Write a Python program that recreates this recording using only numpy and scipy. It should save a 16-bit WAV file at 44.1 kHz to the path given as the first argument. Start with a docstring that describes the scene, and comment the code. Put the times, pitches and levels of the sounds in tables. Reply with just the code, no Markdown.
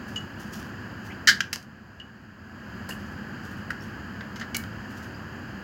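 """Side cutters snip electrical wire with one loud snap: the wire gives way and the jaws slam shut. Around the
snap, the jaws clack and bite, the grips thump, the hinge and steel squeak and fingers scuff along the wire. The
walled yard echoes it all, and distant machinery rumbles and hisses behind it. A phone close by turns its own
volume down for about a second after the snap."""
import sys
import numpy as np
from scipy import signal
from scipy.fft import rfft, irfft, next_fast_len
from scipy.io import wavfile
from scipy.ndimage import map_coordinates

SR = 44100
rng = np.random.default_rng(int(sys.argv[2]) if len(sys.argv) > 2 else 0)


def waveform_to_disk(signal):
    """Save audio, clipped to [-1, 1], as 16-bit WAV at the path in sys.argv[1]."""
    frames = np.transpose(np.atleast_2d(signal))
    scaled = np.clip(frames, -1, 1) * 32767
    samples = np.round(scaled).astype(np.int16)
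    wavfile.write(sys.argv[1], SR, samples)


N = 248283

# Tone colours of the background. Each row: frequency in Hz, relative level in dB.
RUMBLE_COLOUR = [(15, -46), (25, -32), (41, -18), (92, -0.5), (167, -6), (205, 1.5), (241, -2.5),
                 (273, -8.5), (369, -10.5), (439, -19), (475, -16), (612, -18.5), (752, -18), (1100, -18.5),
                 (1430, -35), (2420, -120)]
HISS_COLOUR = [(650, -27), (1100, -11), (1230, -6.5), (1670, 1), (2160, -17), (2460, -16), (2890, -12.5),
               (3210, -17), (3430, -30), (3770, -31), (4830, -16.5), (5640, -32.5), (6800, -24.5),
               (7670, -33.5), (8500, -45.5), (11000, -68.5), (18700, -120)]
AIR_COLOUR = [(5000, -39.5), (8500, -18), (9350, -16.5), (11100, -7), (15100, -6), (16000, -0.5)]
# The yard's echo. Each row: frequency in Hz, fade time in seconds (the time to drop by 60 dB).
ECHO_FADES = [(300, .33), (1700, 0.27), (5000, 0.24), (14000, 0.23)]
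# Tone colours of the handwork. Each row: frequency in Hz, relative level in dB.
SCUFF_COLOUR = [(1500, -19), (2900, 8.5), (3800, -3.5), (4800, 3), (6700, 3.5), (8500, -8), (12000, -4.5),
                (15500, -5)]
GRIP_COLOUR = [(100, -16), (280, -3), (550, -9), (1000, -7.5), (1600, -10), (4000, -70)]
KNOCK_COLOUR = [(400, -25), (1000, -17), (1350, -1.5), (1700, 5), (2300, -9.5), (2950, -0.5), (3600, -16),
                (4900, 0), (5700, -5.5), (6500, -3.5), (8600, -21.5), (12200, -16), (14000, -21),
                (15500, -21.5)]
SNAP_COLOUR = [(600, -39), (1050, -25), (1360, -5.5), (1700, 6.5), (1980, -8), (2600, -26.5), (3000, -6),
               (3450, -19), (4850, -7.5), (5400, -14.5), (7000, -18.5), (8300, -27.5), (13500, -24),
               (15500, -26)]
# Rubs along the wire. Each row: start in seconds, level in dB, drop from slip to slip in dB.
SCUFFS = [(0.085, -52.5, 3), (0.403, -47.5, 10), (0.536, -42, 7.5), (1.058, -51, 16), (2.998, -58.5, 2.5),
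          (3.45, -52.5, 3.5), (3.83, -53.5, 12), (4.91, -54.5, -1)]
# Squeaks. Each row: start in seconds, level in dB, length in seconds, pitch in Hz, glide as a share of it.
SQUEAKS = [(0.16, -24.5, 0.015, 2935, -.035), (0.162, -40, .016, 6720, -0.14),
           (1.095, -40.5, 0.037, 2460, 0.68), (2.0, -27, 0.013, 2925, 0.062),
           (2.908, -30.5, 0.0095, 2900, 0.094), (3.807, -46.5, .008, 5465, -.015),
           (4.545, -29.5, 0.018, 2240, -0.017), (4.546, -35, 0.017, 2920, 0.05),
           (5.146, -46, .01, 4900, 0.045)]
# The firmest squeezes. Each row: start in seconds, level in dB.
THUMPS = [(1.5285, -33), (1.5587, -33), (2.891, -34.5), (4.548, -39)]
# A hit's four bands: body, ring, edge and crack. Each row: lowest and highest frequency in Hz.
BANDS = [(350, 2100), (2100, 3900), (3900, 7600), (7600, 17000)]
# How strong each kind of hit is in those bands. Each list: body, ring, edge and crack in dB.
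CLACK_BALANCE = [-2.5, 0.5, 1, -10.5]
BITE_BALANCE = [3, -29, -3, -5.5]
SNAP_BALANCE = [-6, -6.5, -5.5, -22]
# Notes of the cutters and taut wire. Each row: pitch in Hz, relative level in dB, fade time in seconds.
STEEL_NOTES = [(1410, -9, .2), (1518, -4, .22), (1622, -3, .22), (1718, 0, .22), (1858, -5, .2),
               (2116, -11, .15), (2970, -11, .15), (3105, -11, .15), (4298, -14, .12), (4695, -7, .15),
               (4948, -7, .16), (6560, -16, .1)]
# Jaws on bare steel (clacks) and on insulation (bites).
# Each row: start in seconds, level in dB, hardness in dB per band, fade time in seconds.
CLACKS = [(0.159, -42.5, -1, 0.085), (1.4052, -17, -4.5, 0.031), (1.5295, -19, 3.1, 0.061),
          (1.5587, -18, 4.5, 0.0052), (1.6265, -44, 5.5, .037), (1.999, -42, -5, 0.043),
          (4.2085, -45, -10.5, 0.04), (4.3591, -43.5, -2.5, 0.12), (4.3975, -41.5, 0, 0.057),
          (4.412, -40.5, -8, 0.11), (4.5458, -29, 2, .06), (4.5677, -30, 14.5, 0.012),
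          (4.6375, -40, -4.5, .02)]
BITES = [(2.89, -37.5, 1.5, 0.18), (3.7042, -33.5, -5.5, 0.053)]
# The snap's two strokes. Each row: start in seconds, level in dB, fade time in seconds.
SNAP_STROKES = [(1.2729, -8.5, 0.055), (1.286, -10.5, 0.098)]


def amp(db):
    """Turn decibels into a volume factor."""
    return 10 ** (np.asarray(db) / 20)


def unit(x):
    """Scale a sound to an average (rms) level of 1."""
    return x / np.sqrt(np.mean(x ** 2) + 1e-20)


def along(table, hz):
    """Read between a table's rows on a log frequency scale."""
    freqs, values = np.transpose(table)
    return np.interp(np.log(hz + 1), np.log(freqs), values)


def filtered(x, response):
    """Turn each frequency up or down by response(hz)."""
    size = next_fast_len(N + SR // 4)
    return irfft(rfft(x, size) * response(np.fft.rfftfreq(size, 1 / SR)), size)[:N]


def noise(colour):
    """Steady noise with a given tone colour."""
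    return unit(filtered(rng.standard_normal(N), lambda hz: amp(along(colour, hz))))


def wobble(rate, size=N):
    """A smooth curve through `rate` random points a second."""
    points = rng.standard_normal(4096)
    return map_coordinates(points, [np.arange(size) * rate / SR], mode="wrap")


def click(colour, size=1024):
    """A coloured click that starts sharply and rings afterwards (minimum phase)."""
    gains = amp(along(colour, np.fft.rfftfreq(size, 1 / SR)))
    cepstrum = irfft(np.log(np.maximum(gains, 1e-6)))
    cepstrum[1:size // 2] *= 2
    cepstrum[size // 2 + 1:] = 0
    return irfft(np.exp(rfft(cepstrum)))


def add(track, start, sound):
    """Mix a sound into a track, `start` seconds in."""
    part = track[round(start * SR):][:len(sound)]
    part += sound[:len(part)]


def machinery(rumble_db=-39, hiss_db=-44.5, air_db=-63.5):
    """Distant machinery rumbles and hisses, almost steadily."""
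    rumble = amp(rumble_db) * noise(RUMBLE_COLOUR)
    hiss = amp(hiss_db + wobble(3.76) / 2) * noise(HISS_COLOUR)
    return rumble + hiss + amp(air_db) * noise(AIR_COLOUR)


def yard_echo(x, delay_s=0.005):
    """The walls answer with a short echo whose high notes die first."""
    hz, t, spectrum = signal.stft(rng.standard_normal(SR // 2), SR, nperseg=256)
    fade = amp(-60 * t / along(ECHO_FADES, hz)[:, None])
    tail = signal.istft(spectrum * fade, SR, nperseg=256)[1]
    delayed = np.pad(x, (int(delay_s * SR), 0))
    return signal.fftconvolve(delayed, tail / np.linalg.norm(tail))[:N]


def finger_scuffs(gap_s=0.062, swell_s=0.011, fade_s=0.24, grain_db=2.5):
    """Fingers and sleeve rub along the wire, each time in three grainy slips that swell and fade."""
    t, power = np.arange(N) / SR, np.zeros(N)
    for start, db, drop_db in SCUFFS:
        for slip in range(3):
            age = t - (start + slip * gap_s)
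            below_peak_db = np.maximum(-10 * age / swell_s, 60 * age / fade_s)
            power += amp(db - slip * drop_db - below_peak_db) ** 2
    friction = unit(noise(SCUFF_COLOUR) * amp(grain_db * wobble(460)))
    return np.sqrt(power) * friction


def squeaks(echo_s=0.014, echo_db=-3, slip_rate=900):
    """The cutters' hinge and the steel on the wire stick and slip in tiny gliding tones; a wall sends each one
    back."""
    out = np.zeros(N)
    for start, db, length, pitch_hz, glide in SQUEAKS:
        roughness = 0.006 + 0.16 * abs(glide)
        progress = np.linspace(0, 1, int(length * SR))
        hz = pitch_hz * (1 + glide * (progress - 0.5))
        hz *= 1 + roughness * wobble(slip_rate, len(progress))
        swell = np.sin(np.pi * progress ** 0.45)
        tone = amp(db) * swell * np.sin(2 * np.pi * np.cumsum(hz) / SR)
        add(out, start, tone)
        add(out, start + echo_s, amp(echo_db) * tone)
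    return out


def grip_thumps(fade_s=0.067):
    """The soft grips knock in the palm with a dull sound that dies at once."""
    loudness, t = np.zeros(N), np.arange(SR // 4) / SR
    for start, db in THUMPS:
        add(loudness, start, amp(db - 60 * t / fade_s))
    return loudness * noise(GRIP_COLOUR)


def steel_hits(hits, colour, spike, ring_db):
    """Each hit is a sharp spike and a dying rattle in the jaws; the steel rings on after it."""
    out, t, jaw_click = np.zeros(N), np.arange(SR // 4) / SR, click(colour)
    filters = [signal.butter(3, band, "bandpass", fs=SR, output="sos") for band in BANDS]
    for start, db, balance, fade_s in hits:
        fade = amp(-60 * t / fade_s)
        fade_rms = np.sqrt(np.mean(fade ** 2))
        rattle = rng.standard_normal(len(t)) * fade
        rattle[0] += spike
        rattle = signal.fftconvolve(rattle, jaw_click)[:len(t)]
        for band, band_db in zip(filters, balance):
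            add(out, start, amp(db + band_db) * fade_rms * unit(signal.sosfilt(band, rattle)))
        for hz, note_db, ring_s in STEEL_NOTES:
            band_db = balance[sum(hz > top for _, top in BANDS)]  # the band this note lies in
            note = np.sin(2 * np.pi * (hz * t + rng.random())) * amp(-60 * t / ring_s)
            add(out, start, amp(db + band_db + ring_db + note_db + rng.standard_normal()) * note)
    return out


def jaw_knocks(rows, balance):
    """The jaws knock on steel or on muffling insulation; a harder hit sounds brighter."""
    tilt = np.arange(len(BANDS)) - (len(BANDS) - 1) / 2
    hits = [(start, db, np.array(balance) + hardness * tilt, fade_s)
            for start, db, hardness, fade_s in rows]
    return steel_hits(hits, KNOCK_COLOUR, spike=3.2, ring_db=-34)


def wire_snap(gap_s=0.004, drop_db=1.55):
    """The wire gives way, then the jaws slam shut; each stroke chatters in three weakening hits."""
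    hits = [(start + k * gap_s, db - k * drop_db, SNAP_BALANCE, fade_s)
            for start, db, fade_s in SNAP_STROKES for k in range(3)]
    return steel_hits(hits, SNAP_COLOUR, spike=3.9, ring_db=-22.5)


def scene(echo_db=-10.5):
    """The handwork, its echo and the distant machinery, in one channel."""
    snap = wire_snap()
    knocks = jaw_knocks(CLACKS, CLACK_BALANCE) + jaw_knocks(BITES, BITE_BALANCE)
    work = snap + knocks + grip_thumps() + finger_scuffs() + squeaks()
    return (work + amp(echo_db) * yard_echo(work) + machinery())[None]


def gain_control(x, threshold_db=-19, depth_db=9, hold_s=1.066, fall_db_per_s=24, rise_db_per_s=22):
    """A loud sound makes the phone slide its volume down, hold it there, then bring it back."""
    size = 441  # samples in each block
    step_s = size / SR
    blocks = x[:N // size * size].reshape(-1, size)
    level_db = 10 * np.log10(np.mean(blocks ** 2, axis=1) + 1e-12)
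    wanted_db = -np.clip(2 * (level_db - threshold_db), 0, depth_db)
    span = int(hold_s / step_s)
    recent_db = np.lib.stride_tricks.sliding_window_view(np.pad(wanted_db, (span, 0)), span + 1)
    gain_db = [0]
    for target in recent_db.min(axis=1):
        change = np.clip(target - gain_db[-1], -fall_db_per_s * step_s, rise_db_per_s * step_s)
        gain_db.append(gain_db[-1] + change)
    return x * amp(np.interp(np.arange(N), np.arange(len(gain_db)) * size, gain_db))


def record(dry, top_hz=16000):
    """The phone sets its own volume and drops the very highest sounds."""
    return filtered(gain_control(dry[0]), lambda hz: hz < top_hz)[None]


dry = scene()
out = record(dry)
waveform_to_disk(out)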